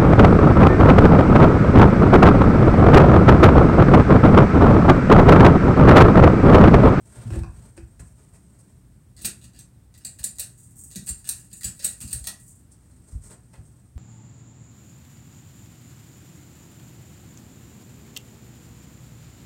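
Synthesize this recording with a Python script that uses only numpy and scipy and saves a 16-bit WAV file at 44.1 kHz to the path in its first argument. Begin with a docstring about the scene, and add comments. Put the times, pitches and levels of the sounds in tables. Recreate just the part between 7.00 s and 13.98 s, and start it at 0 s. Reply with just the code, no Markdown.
"""A small bedroom with a ceiling fan turning. Someone steps down heavily, walks under it and tugs its
pull chains. The switches snap and ring the metal housing; the bead chains tick and jingle. Footfalls
thud in the floor, furniture is knocked and clothes rustle over the soft rush of the blades and the
motor hum. The microphone port rings near 8.5 kHz and gives every high sound the same glint."""
import sys
import numpy as np
from scipy import signal
from scipy.fft import rfft, irfft
from scipy.io import wavfile

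SR = 44100
rng = np.random.default_rng(int(sys.argv[2]) if len(sys.argv) > 2 else 0)


def materialize(psi):
    """Save the field psi as 16-bit PCM at rate SR to the path in sys.argv[1].

    A 1-D psi becomes a single channel; in a 2-D psi each row is a channel.
    """
    bounded = np.clip(np.atleast_2d(psi).T, -1, 1)
    quanta = np.round(bounded * 32767).astype(np.int16)
    wavfile.write(sys.argv[1], SR, quanta)


N = 307804
TIME = np.arange(N) / SR
SHORT = TIME[:SR // 2]

# chain drawn tight, then a switch click; levels before gains:
# click_s, takeup_s, takeup_db, ping_db, crack_db, housing_db, canopy_db
CLICKS = [(2.218, .054, -59, -47, -45.5, -59, -47.5), (2.2466, 0.015, -48, -36, -35, -27.5, -35),
          (2.254, .005, -31.5, -40, -27, -46, -58), (2.439, 0.026, -57, -71, -58, -55, -56.5),
          (2.589, 0.057, -66, -39.5, -49.5, -48, -54), (2.976, 0.037, -60.5, -59, -54, -61, -78),
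          (3.048, 0.04, -62, -24, -40.5, -35.5, -53.5), (3.192, .006, -54, -42, -48, -49, -62),
          (3.24, .01, -45, -18, -29, -38, -48.5), (3.396, .013, -38, -26, -29, -36.5, -56),
          (3.958, .055, -57, -28, -40.5, -34.5, -37.5), (4.089, 0.022, -42, -20, -38.5, -43, -45.5),
          (4.273, 0.031, -51.5, -61, -42, -57, -56.5), (4.29, .015, -60, -19, -26.5, -31, -57),
          (4.529, 0.016, -58.5, -31.5, -45.5, -49.5, -51.5), (4.644, 0.036, -42.5, -19, -33, -38.5, -43.5),
          (4.796, .005, -49.5, -43, -63, -40, -60), (4.845, .022, -44, -15, -26, -30.5, -47),
          (5.011, 0.0078, -49, -35, -45, -62, -44), (5.129, .054, -43.5, -21, -32, -37, -54),
          (5.271, 0.031, -43.5, -25.5, -30, -28.5, -49)]
# motor housing modes: pitch_hz, width_hz, gain_db
HOUSING_MODES = [(562, 196, -4.5), (743, 290, -8.5), (1403, 210, -6), (1667, 187, -1), (1915, 57, 3),
                 (2380, 300, -5), (2780, 180, 0.5), (2770, 78, -2), (3430, 590, -0.5), (3800, 460, 5),
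                 (4680, 580, 7), (5370, 79, 6.5), (6520, 900, 2)]
# modes of the small metal parts of switch and chain: pitch_hz, width_hz, gain_db
FITTING_MODES = [(5760, 190, -21), (7090, 260, 4.5), (7740, 92, 7), (8100, 280, 4), (8766, 270, -0.5),
                 (8970, 157, 4.5), (11600, 470, -12)]


def from_db(db):
    return 10 ** (np.asarray(db) / 20)


def rms_one(x):
    return x / np.sqrt(np.mean(x ** 2) + 1e-20)


def energy_one(x):
    return x / np.sqrt(np.sum(x ** 2) + 1e-20)


def at_hz(points, hz):
    """Interpolate a table on a log-frequency axis."""
    known_hz, values = np.transpose(points)
    return np.interp(np.log(hz + 1e-9), np.log(known_hz), values)


def cut(x, hz, kind, order=2):
    """Causal low- or high-pass."""
    return signal.sosfilt(signal.butter(order, hz, kind, fs=SR, output="sos"), x + 1e-18)


def resonate(x, modes):
    """Parallel resonances with alternating signs."""
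    out = 0
    for k, (hz, width_hz, db) in enumerate(modes):
        r = np.exp(-np.pi * width_hz / SR)
        poles = [1, -2 * r * np.cos(2 * np.pi * hz / SR), r * r]
        band = (1 - r * r) / 2 * signal.lfilter([1, 0, -1], poles, x + 1e-18)
        out = out + (-1) ** k * from_db(db) * band
    return out


def noise(spectrum):
    """Steady coloured noise, rms 1."""
    colour = from_db(at_hz(spectrum, np.fft.rfftfreq(N, 1 / SR)))
    return rms_one(irfft(rfft(rng.standard_normal(N)) * colour, N))


def drift(per_s):
    """Random wander, spread about 1."""
    return np.interp(TIME * per_s, np.arange(N), rng.standard_normal(N))


def add(out, start_s, sound):
    start = max(round(start_s * SR), 0)
    out[start:start + len(sound)] += sound[:max(N - start, 0)]


def movement(start_s, length_s, attack_s, release_s):
    """Envelope: linear attack, exponential release after length_s."""
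    since_s = np.maximum(TIME - start_s, 0)
    return np.minimum(since_s / attack_s, 1) * np.exp(-np.clip((since_s - length_s) / release_s, 0, 20))


def grit(decay_s, rise_s=0.00019):
    """Rough contact: a noise burst that swells and dies."""
    burst = rng.standard_normal(len(SHORT)) * np.exp(-SHORT / decay_s)
    return burst * (1 - np.exp(-SHORT / rise_s)) ** 2


def push(peak_s):
    """Soft contact: one smooth hump of force."""
    return SHORT / peak_s * np.exp(-SHORT / peak_s)


def chatter(longest_s, stages=4, feedback=0.8):
    """Sharp blow, smeared by rebounds inside the mechanism (all-pass loops)."""
    blow = signal.unit_impulse(len(SHORT))
    for share in rng.uniform(.1, 1, stages):
        loop = np.r_[1, np.zeros(int(share * longest_s * SR)), feedback]
        blow = signal.lfilter(loop[::-1], loop, blow + 1e-18)
    return blow


def struck(blow, modes, spread_db, detune=0):
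    """A blow excites each mode at a random strength; loose parts also shift in pitch. Energy 1."""
    draws = rng.standard_normal((len(modes), 2))
    varied = [(hz * (1 + detune * shift), width_hz, db + spread_db * strength)
              for (hz, width_hz, db), (strength, shift) in zip(modes, draws)]
    return energy_one(resonate(blow, varied))


def bedroom(x, wet_db, gap_s=.002, build_s=0.052, early_boost=0.67, early_s=0.0029):
    """Direct sound, strong echoes off the nearest surfaces, then a thickening tail; treble dies first."""
    # room decay: band_hz, t60_s
    decays = [(60, 0.42), (200, 0.41), (530, 0.4), (1400, 0.34), (3700, 0.23), (9000, 0.23), (16000, 0.11)]
    density = np.clip(.1 + (SHORT / build_s) ** 2, 0, 1)
    echoes = rng.standard_normal(len(SHORT)) * (rng.random(len(SHORT)) < density) / np.sqrt(density)
    echoes *= (SHORT > gap_s) * (1 + early_boost * np.exp(-SHORT / early_s))
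    spectrum, hz = rfft(echoes), np.fft.rfftfreq(len(SHORT), 1 / SR)
    tail = 0
    for band_hz, t60_s in decays:
        share = at_hz([(f, f == band_hz) for f, _ in decays], hz)
        tail = tail + irfft(spectrum * share, len(SHORT)) * from_db(-60 * SHORT / t60_s)
    return x + from_db(wet_db) * signal.fftconvolve(x, energy_one(tail))[:len(x)]


def fan(air_db=-52.5, blades_per_s=12, swell=0.037, eddy_db=1):
    """Air rushes off the blades, swelling as each passes; the motor hums at mains multiples."""
    # blade rush spectrum: freq_hz, relative_db
    air_spectrum = [(22, -39), (50, 4.5), (90, 0), (120, -0.5), (200, -8), (300, -13.5), (480, -26.5),
                    (700, -28.5), (1000, -31.5), (1700, -34.5), (3000, -40.5), (8000, -41.5), (15000, -43)]
    # motor hum: pitch_hz, rms_db
    harmonics = [(60, -74), (120, -59.5), (180, -71.5)]
    passing = 1 + swell * np.sin(2 * np.pi * blades_per_s * TIME)
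    air = noise(air_spectrum) * passing * from_db(air_db + eddy_db * drift(per_s=3.9))
    hum = sum(np.sqrt(2) * from_db(db) * np.sin(2 * np.pi * (hz * TIME + rng.random()))
              for hz, db in harmonics)
    return air + hum


def clothes(rub_gain_db=-5, swish_gain_db=-9, stir_db=-68, flutter_db=3):
    """Cloth rubs in small uneven slips, with a dry swish on top."""
    # brushes of cloth as the body moves: start_s, length_s, rub_db, swish_db
    brushes = [(0.03, 0.15, -55, -56.5), (0.116, 0.12, -45, -59.5), (0.232, 0.16, -46, -59),
               (0.327, 0.034, -52, -57), (0.518, 0.073, -56, -61), (0.592, 0.083, -54, -60),
               (0.763, 0.016, -49, -55), (0.992, 0.011, -50.5, -50.5), (1.02, 0.067, -68, -62.5),
               (1.169, 0.071, -58.5, -62), (1.32, 0.042, -59.5, -60.5), (1.579, .03, -65, -57.5),
               (5.714, 0.011, -83, -54), (6.01, 0.15, -65, -60), (6.206, 0.073, -56, -51),
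               (6.29, 0.035, -45.5, -47), (6.524, 0.029, -51, -64), (6.645, 0.021, -80, -60),
               (6.785, 0.022, -66, -70)]
    # faint stirring while walking: start_s, length_s
    walks = [(0, 1.68), (5.698, 1.1)]
    # rub spectrum: freq_hz, relative_db
    rub_spectrum = [(200, 10), (450, 4), (800, 1.5), (1600, -3), (2600, -10), (4000, -12), (8000, -16),
                    (15000, -24)]
    # swish spectrum: freq_hz, relative_db
    swish_spectrum = [(1500, -59), (4500, -1.5), (8000, 8.5), (11000, -1.5), (15000, -10)]
    stir = sum(movement(start_s, length_s, attack_s=0.01, release_s=0.23) for start_s, length_s in walks)
    rubbing = swishing = from_db(stir_db) * stir
    for start_s, length_s, rub_db, swish_db in brushes:
        brush = movement(start_s, length_s, attack_s=0.47 * length_s, release_s=0.013)
        rubbing = np.hypot(rubbing, from_db(rub_db) * brush)
        swishing = np.hypot(swishing, from_db(swish_db) * brush)
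    rub = noise(rub_spectrum) * rubbing * from_db(rub_gain_db)
    swish = noise(swish_spectrum) * swishing * from_db(swish_gain_db)
    return (rub + swish) * from_db(flutter_db * drift(per_s=120))


def furniture(tap_gain_db=22, ring_gain_db=28):
    """A dull tap on wood leaves a hollow ring."""
    # light knocks: start_s, tap_db, ring_db
    knocks = [(0.304, -45.5, -38), (0.335, -43, -34), (0.36, -54, -28.5), (0.434, -43, -47),
              (0.777, -49.5, -41), (0.995, -53.5, -70), (1.345, -66, -77), (6.316, -61, -58),
              (6.539, -53, -67)]
    # short-lived wood modes: pitch_hz, width_hz, gain_db
    tap_modes = [(506, 43, 0), (758, 43, 0), (1010, 140, -4.5), (1420, 380, -7), (1680, 280, -4),
                 (2540, 150, -5.5), (4450, 1800, -18)]
    # furniture body modes: pitch_hz, width_hz, gain_db
    ring_modes = [(335, 8, 0), (385, 20, -15), (535, 30, -13), (750, 25, -16)]
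    out = np.zeros(N)
    for start_s, tap_db, ring_db in knocks:
        tap = bedroom(energy_one(resonate(grit(decay_s=0.0012), tap_modes)), wet_db=0.5)
        ring = energy_one(resonate(push(peak_s=0.00063), ring_modes))
        add(out, start_s, from_db(tap_db + tap_gain_db) * tap + from_db(ring_db + ring_gain_db) * ring)
    return out


def footsteps(boom_gain_db=28, knock_gain_db=25.5):
    """Each footfall heaves the whole floor and knocks its boards."""
    # footfalls and shifts of weight: start_s, boom_db, knock_db
    steps = [(0.171, -40, -33.5), (0.248, -39, -23), (0.31, -26.5, -24.5), (0.367, -19.5, -24.5),
             (0.411, -22.5, -39), (0.486, -31, -38), (0.571, -38, -37.5), (0.784, -39, -44),
             (0.826, -35, -53), (0.995, -36.5, -38), (1.061, -45.5, -64), (2.235, -40, -40.5),
             (3.199, -43, -48), (3.971, -46, -42), (4.101, -30, -42), (4.645, -35, -36),
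             (5.041, -35.5, -35.5), (5.139, -32.5, -33.5), (5.209, -33.5, -43), (6.124, -31, -37),
             (6.146, -24.5, -40), (6.579, -43.5, -36), (6.956, -27.5, -31.5)]
    # board and whole-floor modes: pitch_hz, width_hz, gain_db
    board_modes = [(111.5, 22.7, -0.5), (169.6, 26, 0.5), (175.4, 17.7, 0.5), (220.7, 34.6, -11)]
    floor_modes = [(55, 30, 0), (88, 40, -8)]
    out = np.zeros(N)
    boom = energy_one(resonate(push(peak_s=0.002), floor_modes))
    for start_s, boom_db, knock_db in steps:
        knock = energy_one(resonate(grit(decay_s=0.031, rise_s=0.0012), board_modes))
        add(out, start_s, from_db(boom_db + boom_gain_db) * boom)
        add(out, start_s, from_db(knock_db + knock_gain_db) * knock)
    return out


def chain_motion(tighten_db=6, shiver_gain_db=-30):
    """Envelopes of the chain: drawn tight before each click, shivering after it, swinging when slack."""
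    # swings of the slack chain: start_s, length_s, level_db
    swings = [(3.51, 0.41, -60), (3.749, 0.11, -51), (4.01, 0.1, -48), (4.532, 0.043, -47.5),
              (4.956, 0.15, -53), (5.38, 0.18, -52.5)]
    drawn = shiver = 0
    for click_s, takeup_s, takeup_db, ping_db, *_ in CLICKS:
        slack = np.clip((click_s - TIME) / takeup_s, 0, 1)
        pull = movement(click_s - takeup_s, takeup_s, attack_s=1 / SR, release_s=0.009)
        drawn += from_db(takeup_db + tighten_db * (.5 - slack)) * pull
        shiver += from_db(ping_db + shiver_gain_db) * movement(click_s, 0, attack_s=0.017, release_s=.11)
    swing = sum(from_db(db) * movement(start_s, length_s, attack_s=0.046, release_s=0.022)
                for start_s, length_s, db in swings)
    return drawn, shiver, swing


def chain(ticks_per_s=170, beads=8, size_spread_db=5, catch_db=28, catch_lag_s=.0015,
          jingle_db=-9.5, tinkle_db=-14, brush_db=-18, drag_db=-24.5, drag_exponent=0.68):
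    """Beads tick on each other, the fittings and, in the eyelet, the housing; each has its own ring."""
    drawn, shiver, swing = chain_motion()
    shaking = drawn + np.hypot(shiver, swing)
    friction = from_db(drag_db) * drawn ** drag_exponent + from_db(brush_db) * shiver
    sizes = from_db(size_spread_db * np.minimum(rng.exponential(1, N), 3)) * rng.choice([-1, 1], N)
    ticks = rms_one(sizes * (rng.random(N) < ticks_per_s / SR))
    for click_s, takeup_s, *_ in CLICKS:   # each take-up starts with one bead catching
        add(ticks, click_s - takeup_s + catch_lag_s, from_db([catch_db]))
    out, bead_of_tick = 0, rng.integers(0, beads, N)
    for bead in range(beads):
        blow = chatter(longest_s=.0005)
        jingle = from_db(jingle_db) * energy_one(cut(blow, 6900, "high", order=5))
        tinkle = from_db(tinkle_db) * struck(blow, FITTING_MODES, spread_db=6, detune=0.028)
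        drag = energy_one(cut(struck(blow, HOUSING_MODES, spread_db=6), 3300, "low", order=1))
        own_ticks = ticks * (bead_of_tick == bead)
        out += signal.oaconvolve(own_ticks * shaking, jingle + tinkle)
        out += signal.oaconvolve(own_ticks * friction, drag)
    return bedroom(out[:N], wet_db=3.5)


def switches(ping_gain_db=10, crack_gain_db=24, housing_gain_db=18.5, canopy_gain_db=24,
             firm_db=-35, scrape_range_db=14):
    """The ratchet cracks over; the blow rings fittings and housing and jolts the canopy."""
    # ceiling canopy modes: pitch_hz, width_hz, gain_db
    canopy_modes = [(131, 13, -15), (192.4, 36.5, 1.5), (251, 58, -9), (330, 31, -7)]
    jolt = energy_one(resonate(push(peak_s=0.00065), canopy_modes))
    out = np.zeros(N)
    for click_s, _, _, ping_db, crack_db, housing_db, canopy_db in CLICKS:
        # firm pull: one clean snap; light pull: mostly beads scraping past the catch
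        scrape_share = np.clip((firm_db - crack_db) / scrape_range_db, .03, .9)
        snap = chatter(longest_s=.0008)
        scrape = energy_one(grit(decay_s=0.0074, rise_s=0.00031))
        blow = np.sqrt(1 - scrape_share) * snap + np.sqrt(scrape_share) * scrape
        crack = from_db(crack_db + crack_gain_db) * energy_one(cut(blow, 5350, "high"))
        ping = from_db(ping_db + ping_gain_db) * struck(blow, FITTING_MODES, spread_db=3, detune=0.021)
        housing = from_db(housing_db + housing_gain_db) * struck(blow, HOUSING_MODES, spread_db=3)
        canopy = from_db(canopy_db + canopy_gain_db) * jolt
        # each click rings out in the room with freshly drawn random echoes
        add(out, click_s, bedroom(crack + ping + housing + canopy, wet_db=2))
    return out


def scene():
    """Mono mix: switches and chain carry across the room; footfalls and clothes are drier."""
    person = bedroom(footsteps(), wet_db=-9.5) + bedroom(clothes(), wet_db=-3.5)
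    return (switches() + chain() + furniture() + person + fan())[None]


def record(dry, port_hz=8505, port_width_hz=675, port_db=9.9, bottom_hz=51, top_hz=15900):
    """The microphone port rings; the deepest bass and the top are cut."""
    ringing = dry + resonate(dry, [(port_hz, port_width_hz, port_db)])
    lean = cut(ringing, bottom_hz, "high", order=3)
    return signal.sosfilt(signal.ellip(10, .1, 70, top_hz, fs=SR, output="sos"), lean)


dry = scene()
out = record(dry)
materialize(out)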